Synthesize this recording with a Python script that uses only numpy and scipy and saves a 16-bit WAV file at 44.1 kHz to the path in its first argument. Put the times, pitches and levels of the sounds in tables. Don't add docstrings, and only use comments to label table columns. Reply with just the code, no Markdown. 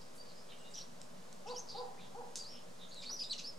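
import sys
import numpy as np
from scipy import signal
from scipy.fft import rfft, irfft
from scipy.io import wavfile

SR = 44100
rng = np.random.default_rng(int(sys.argv[2]) if len(sys.argv) > 2 else 0)


def store_pcm(level_fs):
    pcm = np.round(np.clip(level_fs, -1, 1) * 32767).astype(np.int16)
    wavfile.write(sys.argv[1], SR, np.atleast_2d(pcm).T)


N = 157878
TIME, FREQS = np.arange(N) / SR, np.fft.rfftfreq(N, 1 / SR)
RASP_HZ = 450


def near_birds():
    # (start [s], length [s], first pitch [Hz], middle pitch [Hz], last pitch [Hz], level [dB],
    #  roughness [0 = pure], share sent to the walls [dB])
    notes = [ (0.737, 0.027, 4270, 6040, 4500, -52, 0.32, -4),
             (.774, 0.021, 5900, 5580, 5600, -49, 0, -9.5), (.742, 0.055, 3873, 3595, 3600, -60, 1, -3),
             (.787, 0.011, 5900, 5120, 4200, -54, 0.38, -4), (.798, 0.032, 3520, 4200, 4640, -56, .7, -14),
             (.801, 0.027, 5610, 5630, 5600, -54.5, 0.3, -20),
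             (1.465, 0.015, 3310, 2640, 2340, -60, 0.34, 3.5),
             (1.478, 0.05, 2345, 4190, 4560, -56, 0.35, -4.5),
             (1.545, .037, 3510, 3080, 2990, -59.5, .3, -18), (1.546, 0.016, 4590, 4700, 4740, -57, 0, -11),
             (1.558, 0.048, 4980, 5900, 6550, -46.5, 0.33, -12.5),
             (1.697, 0.021, 4683, 4850, 4570, -54, 0.35, -8),
             (1.757, 0.037, 4664, 4740, 4760, -57, 0.49, -3),
             (2.387, 0.038, 4750, 4750, 4500, -51, 0.052, -7.5),
             (2.435, .078, 3850, 4900, 5550, -55.5, .16, -7),
             (2.508, 0.055, 5610, 5346, 5310, -59.5, 0.16, -4),
             (2.907, 0.036, 3895, 4390, 4150, -58, 0.45, -3),
             (2.949, 0.077, 4170, 3873, 3750, -56.5, 0.39, -6),
             (3.015, .015, 5620, 4330, 2200, -53, 0.32, -4),
             (3.026, .028, 2480, 2420, 3410, -53, 0.67, -10),
             (3.051, 0.041, 3514, 4453, 3950, -51, 0.36, -4),
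             (3.087, .029, 4470, 4910, 5730, -46, 0.18, -13),
             (3.112, 0.044, 5750, 5850, 5650, -44.5, 0.088, -8),
             (3.156, 0.0196, 5700, 5010, 4700, -53, 0.17, -1),
             (3.19, .018, 4420, 5100, 5360, -44.5, 0.17, -5),
             (3.202, .03, 5404, 4964, 4840, -41.5, 0.16, -6.5),
             (3.198, 0.037, 4050, 2480, 3770, -56.5, 0.16, -6),
             (3.23, 0.017, 4500, 3820, 3560, -52, 0.045, -2),
             (3.295, .015, 3890, 4050, 4150, -46, 0.017, -1.5),
             (3.307, 0.03, 4470, 4306, 2950, -39.5, .22, -12),
             (3.328, 0.0195, 3400, 2884, 2580, -51, 0.71, -4),
             (3.378, 0.013, 6960, 4560, 2680, -50, .35, -1),
             (3.388, .014, 3630, 2650, 2460, -50.5, 0.51, -4.5),
             (3.393, .01, 7500, 6330, 4970, -52, 0.17, -7),
             (3.438, 0.034, 4140, 4870, 5250, -49, 0.11, -5.5),
             (3.464, 0.042, 5260, 5350, 5250, -46.5, 0.066, -18), ]
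    # (frequency [Hz], gain [dB])
    throat = [(2200, -18.5), (3000, -8.5), (4000, -0.5), (6500, 1), (7500, -2), (9200, -19), (11800, -13),
              (13000, -41)]
    fade_s, overtone_step_db = .003, -10
    direct, to_walls = np.zeros((2, N))
    wobble, shake_db = rasp()
    jitter = .85 * drift(RASP_HZ)
    for start, length, first, middle, last, db, rough, echo_db in notes:
        i, u = span(start, length)
        hz = first * (1 - u) * (1 - 2 * u) + middle * 4 * u * (1 - u) + last * u * (2 * u - 1)
        phase = 2 * np.pi * np.cumsum(hz * (1 + rough * wobble[i])) / SR
        voice = np.zeros(len(i))
        for k in range(1, 4):
            gain = from_db(at_hz(throat, k * hz) + overtone_step_db * (k - 1)) * (k * hz < SR / 2)
            voice += gain * np.sin(k * phase + (k - 1) * jitter[i])
        fade = np.clip(np.minimum(u, 1 - u) * length / fade_s, 0, 1)
        swell = 1 + .5 * np.sin(np.pi * u)
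        note = from_db(db) * rms_one(fade * swell * from_db(rough * shake_db[i]) * voice)
        direct[i] += note
        to_walls[i] += from_db(echo_db) * note
    return direct, to_walls


def far_birds():
    # (start [s], length [s], first pitch [Hz], last pitch [Hz], level [dB], roughness [0 = pure])
    calls = [ (0.0, 0.022, 5280, 4840, -65.5, 0.79), (0.176, 0.044, 4560, 4740, -63.5, .12),
             (.245, 0.084, 5130, 4230, -69, 0.96), (.345, .07, 4990, 5250, -67.5, 0.52),
             (.48, 0.071, 3705, 2810, -64, 1.3), (.58, .03, 7880, 8170, -73, .05),
             (.58, .11, 2860, 2843, -72, 0.12), (.635, 0.052, 3756, 3790, -68.5, 0.56),
             (.7, 0.04, 8600, 6640, -69, 0.48), (1.672, 0.056, 5270, 4400, -57, 0.92),
             (1.714, 0.085, 3890, 4010, -60.5, 0.81), (1.965, 0.051, 1644, 2970, -69.5, 0.62),
             (1.99, 0.071, 3920, 3200, -67, 0.94), (2.5, 0.1, 3000, 3100, -67.5, 0.814),
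             (2.785, .08, 3986, 3370, -64, 0.64), (2.881, .03, 6200, 7100, -70, 0.21), ]
    out = np.zeros(N)
    wobble, shake_db = rasp()
    for start, length, first, last, db, rough in calls:
        i, u = span(start, length)
        hz = (first + (last - first) * u) * (1 + rough * wobble[i])
        whistle = np.sin(2 * np.pi * np.cumsum(hz) / SR)
        swell = np.sqrt(np.abs(np.sin(np.pi * u)))
        out[i] += from_db(db) * rms_one(swell * from_db(rough * shake_db[i]) * whistle)
    return out


def rasp():
    warble_hz = 65
    flutter = .045 * drift(RASP_HZ)
    warble = .086 * np.sin(2 * np.pi * warble_hz * TIME + drift(19.8))
    return flutter + warble, 16 * np.tanh(drift(RASP_HZ))


def beak_ticks():
    # (time [s], level [dB], share sent to the walls [dB])
    taps = [(1.0152, -44, -3), (1.3275, -48, -2), (1.594, -51, -8), (2.3565, -35, 6), (2.371, -44, 2),
            (2.944, -50, -10)]
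    # (frequency [Hz], relative level [dB])
    crack_spectrum = [(600, -32), (1300, -2), (2500, -6), (4100, 10.5), (6000, 9.5), (7700, 12.5),
                      (10500, -6), (15000, -24)]
    rise_s = .00074
    white = rfft(rng.standard_normal(N))
    crack = rms_one(irfft(white * from_db(at_hz(crack_spectrum, FREQS)), N))
    direct, to_walls = np.zeros((2, N))
    for start, db, echo_db in taps:
        i, _ = span(start, length=.02)
        age = (i - i[0]) / SR / rise_s
        tick = from_db(db) * age * np.exp(1 - age) * crack[i]
        direct[i] += tick
        to_walls[i] += from_db(echo_db) * tick
    return direct, to_walls


def wings():
    # (start [s], length [s], centre frequency [Hz], level [dB])
    strokes = [(0.138, 0.07, 8800, -64), (3.092, 0.031, 1190, -57.5), (3.104, 0.073, 530, -57)]
    out = np.zeros(N)
    for start, length, hz, db in strokes:
        i, u = span(start, length)
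        band = signal.butter(2, [hz / 1.36, hz * 1.26], "band", fs=SR, output="sos")
        puff = rms_one(signal.sosfilt(band, rng.standard_normal(N)))
        out[i] += from_db(db) * np.sin(np.pi * u) * puff[i]
    return out


def dog():
    # (start [s], length [s], top pitch [Hz], level [dB], share sent to the street's ring [dB])
    barks = [(1.456, 0.087, 508.8, -47.5, -7), (1.743, 0.096, 508.4, -48, 12.5),
             (2.144, 0.079, 492.6, -50.5, 8.5)]
    # (frequency [Hz], gain [dB])
    muzzle = [(380, 0), (500, 5.5), (620, 5), (790, 14.5), (900, -4.5), (1020, 6.5), (1200, -6),
              (1550, -19), (2200, -33)]
    # (delay [s], level [dB])
    house_echoes = [(.055, -10.5)]
    pitch_drop, roughness = .2524, .022
    right_delay_s = .00014
    direct, to_ring = np.zeros((2, N))
    shake = drift(250)
    for start, length, top_hz, db, ring_db in barks:
        i, u = span(start, length)
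        arch = np.abs(np.sin(np.pi * u ** 1.312))
        hz = top_hz * (1 - pitch_drop * (1 - arch)) * (1 + roughness * shake[i])
        phase = 2 * np.pi * np.cumsum(hz) / SR
        voice = sum(from_db(at_hz(muzzle, k * hz)) * np.sin(k * phase) for k in range(1, 5))
        bark = from_db(db) * rms_one(voice * arch ** .5)
        direct[i] += bark
        to_ring[i] += from_db(ring_db) * bark
    ring = signal.lfilter(*signal.iirpeak(771, Q=38, fs=SR), to_ring)
    street = reflections(direct + ring, decay_s=.9, likeness=.28, tail_db=-1.5, echoes=house_echoes)
    left, right = direct + street
    return np.array([left, np.interp(TIME - right_delay_s, TIME, right)])


def garden_walls(chirps, ticks):
    # (delay [s], level [dB])
    wall_echoes = [(.007, -5.5), (0.014, -9)]
    chirp_echo = reflections(chirps, decay_s=.32, likeness=.72, tail_db=4.5, echoes=wall_echoes)
    return chirp_echo + reflections(ticks, decay_s=.29, likeness=.72, tail_db=-2.5)


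def reflections(x, decay_s, likeness, tail_db, echoes=()):
    t = TIME[:SR]
    envelope = from_db(-60 * t / decay_s) * np.minimum(t / .0027, 1)
    tail = two_ears(rng.standard_normal((2, SR)) * envelope, likeness)
    response = from_db(tail_db) * rms_one(tail) / np.sqrt(SR)
    for delay, db in echoes:
        response[:, int(delay * SR)] += from_db(db)
    return signal.fftconvolve(x[None], response, axes=1)[:, :N]


def traffic():
    # (frequency [Hz], relative level [dB])
    hum_spectrum = [(25, -32), (60, -43), (95, -26), (120, -3.5), (155, -5), (186, 4), (208, -10), (235, 3),
                    (290, -8.5), (335, -7), (400, -3.5), (440, -7), (490, 1.5), (530, -4), (580, 1.5),
                    (680, -5), (1000, -6.5), (1400, -12), (2200, -18), (5000, -19.5), (15000, -48)]
    return far_noise(hum_spectrum, db=-56.5)


def air():
    # (frequency [Hz], relative level [dB])
    hiss_spectrum = [(500, 4), (2000, -8.5), (3300, -7), (5000, -1.5), (7000, -1), (10000, -6.5),
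                     (13000, -12.5), (15500, -21)]
    return far_noise(hiss_spectrum, db=-64)


def far_noise(spectrum, db):
    # (frequency [Hz], likeness [0 to 1])
    likeness = [(60, 0.65), (190, 0.93), (300, 0.52), (580, 0.69), (1400, 0.16), (3100, 0.36), (7000, 0.63),
                (15000, 0.19)]
    # (frequency [Hz], left minus right [dB])
    lean = [(75, -11), (140, -1.5), (220, -9), (310, 0), (500, -4), (800, -0.5)]
    # (frequency [Hz], phase [radians])
    lead = [(150, -0.03), (235, 1.2), (310, 2), (520, 1.58), (1000, 2.5), (3300, 0.5)]
    half_each = np.array([[.5], [-.5]])
    noise = two_ears(rfft(rng.standard_normal((2, N))), at_hz(likeness, FREQS))
    gain = from_db(at_hz(spectrum, FREQS) + half_each * at_hz(lean, FREQS))
    phase_shift = np.exp(1j * half_each * at_hz(lead, FREQS))
    return from_db(db) * rms_one(irfft(noise * gain * phase_shift, N))


def two_ears(noises, likeness):
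    mid, side = noises
    return np.sqrt(1 + likeness) * mid + np.sqrt(1 - likeness) * side * [[1], [-1]]


def from_db(db):
    return 10 ** (np.asarray(db) / 20)


def rms_one(x):
    return x / np.sqrt(np.mean(x ** 2) + 1e-20)


def at_hz(points, hz):
    f, value = np.transpose(points)
    return np.interp(np.log(np.maximum(hz, 1)), np.log(f), value)


def drift(rate_hz):
    return rms_one(irfft(rfft(rng.standard_normal(N)) / (1 + (FREQS / rate_hz) ** 2), N))


def span(start, length):
    i = np.arange(max(int(start * SR), 0), min(int((start + length) * SR), N))
    return i, np.clip((i / SR - start) / length, 0, 1)


def scene():
    song, song_to_walls = near_birds()
    chatter = far_birds()
    ticks, ticks_to_walls = beak_ticks()
    echoes = garden_walls(song_to_walls + from_db(-1) * chatter, ticks_to_walls)
    garden = (song + chatter + ticks + wings() + echoes) * from_db([[-.25], [.25]])
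    return garden + dog() + traffic() + air()


def record(dry):
    cutoff_hz, offset = 15650, -.003
    treble_cut = signal.ellip(12, .1, 80, cutoff_hz, fs=SR, output="sos")
    return signal.sosfilt(treble_cut, dry) + offset


dry = scene()
out = record(dry)
store_pcm(out)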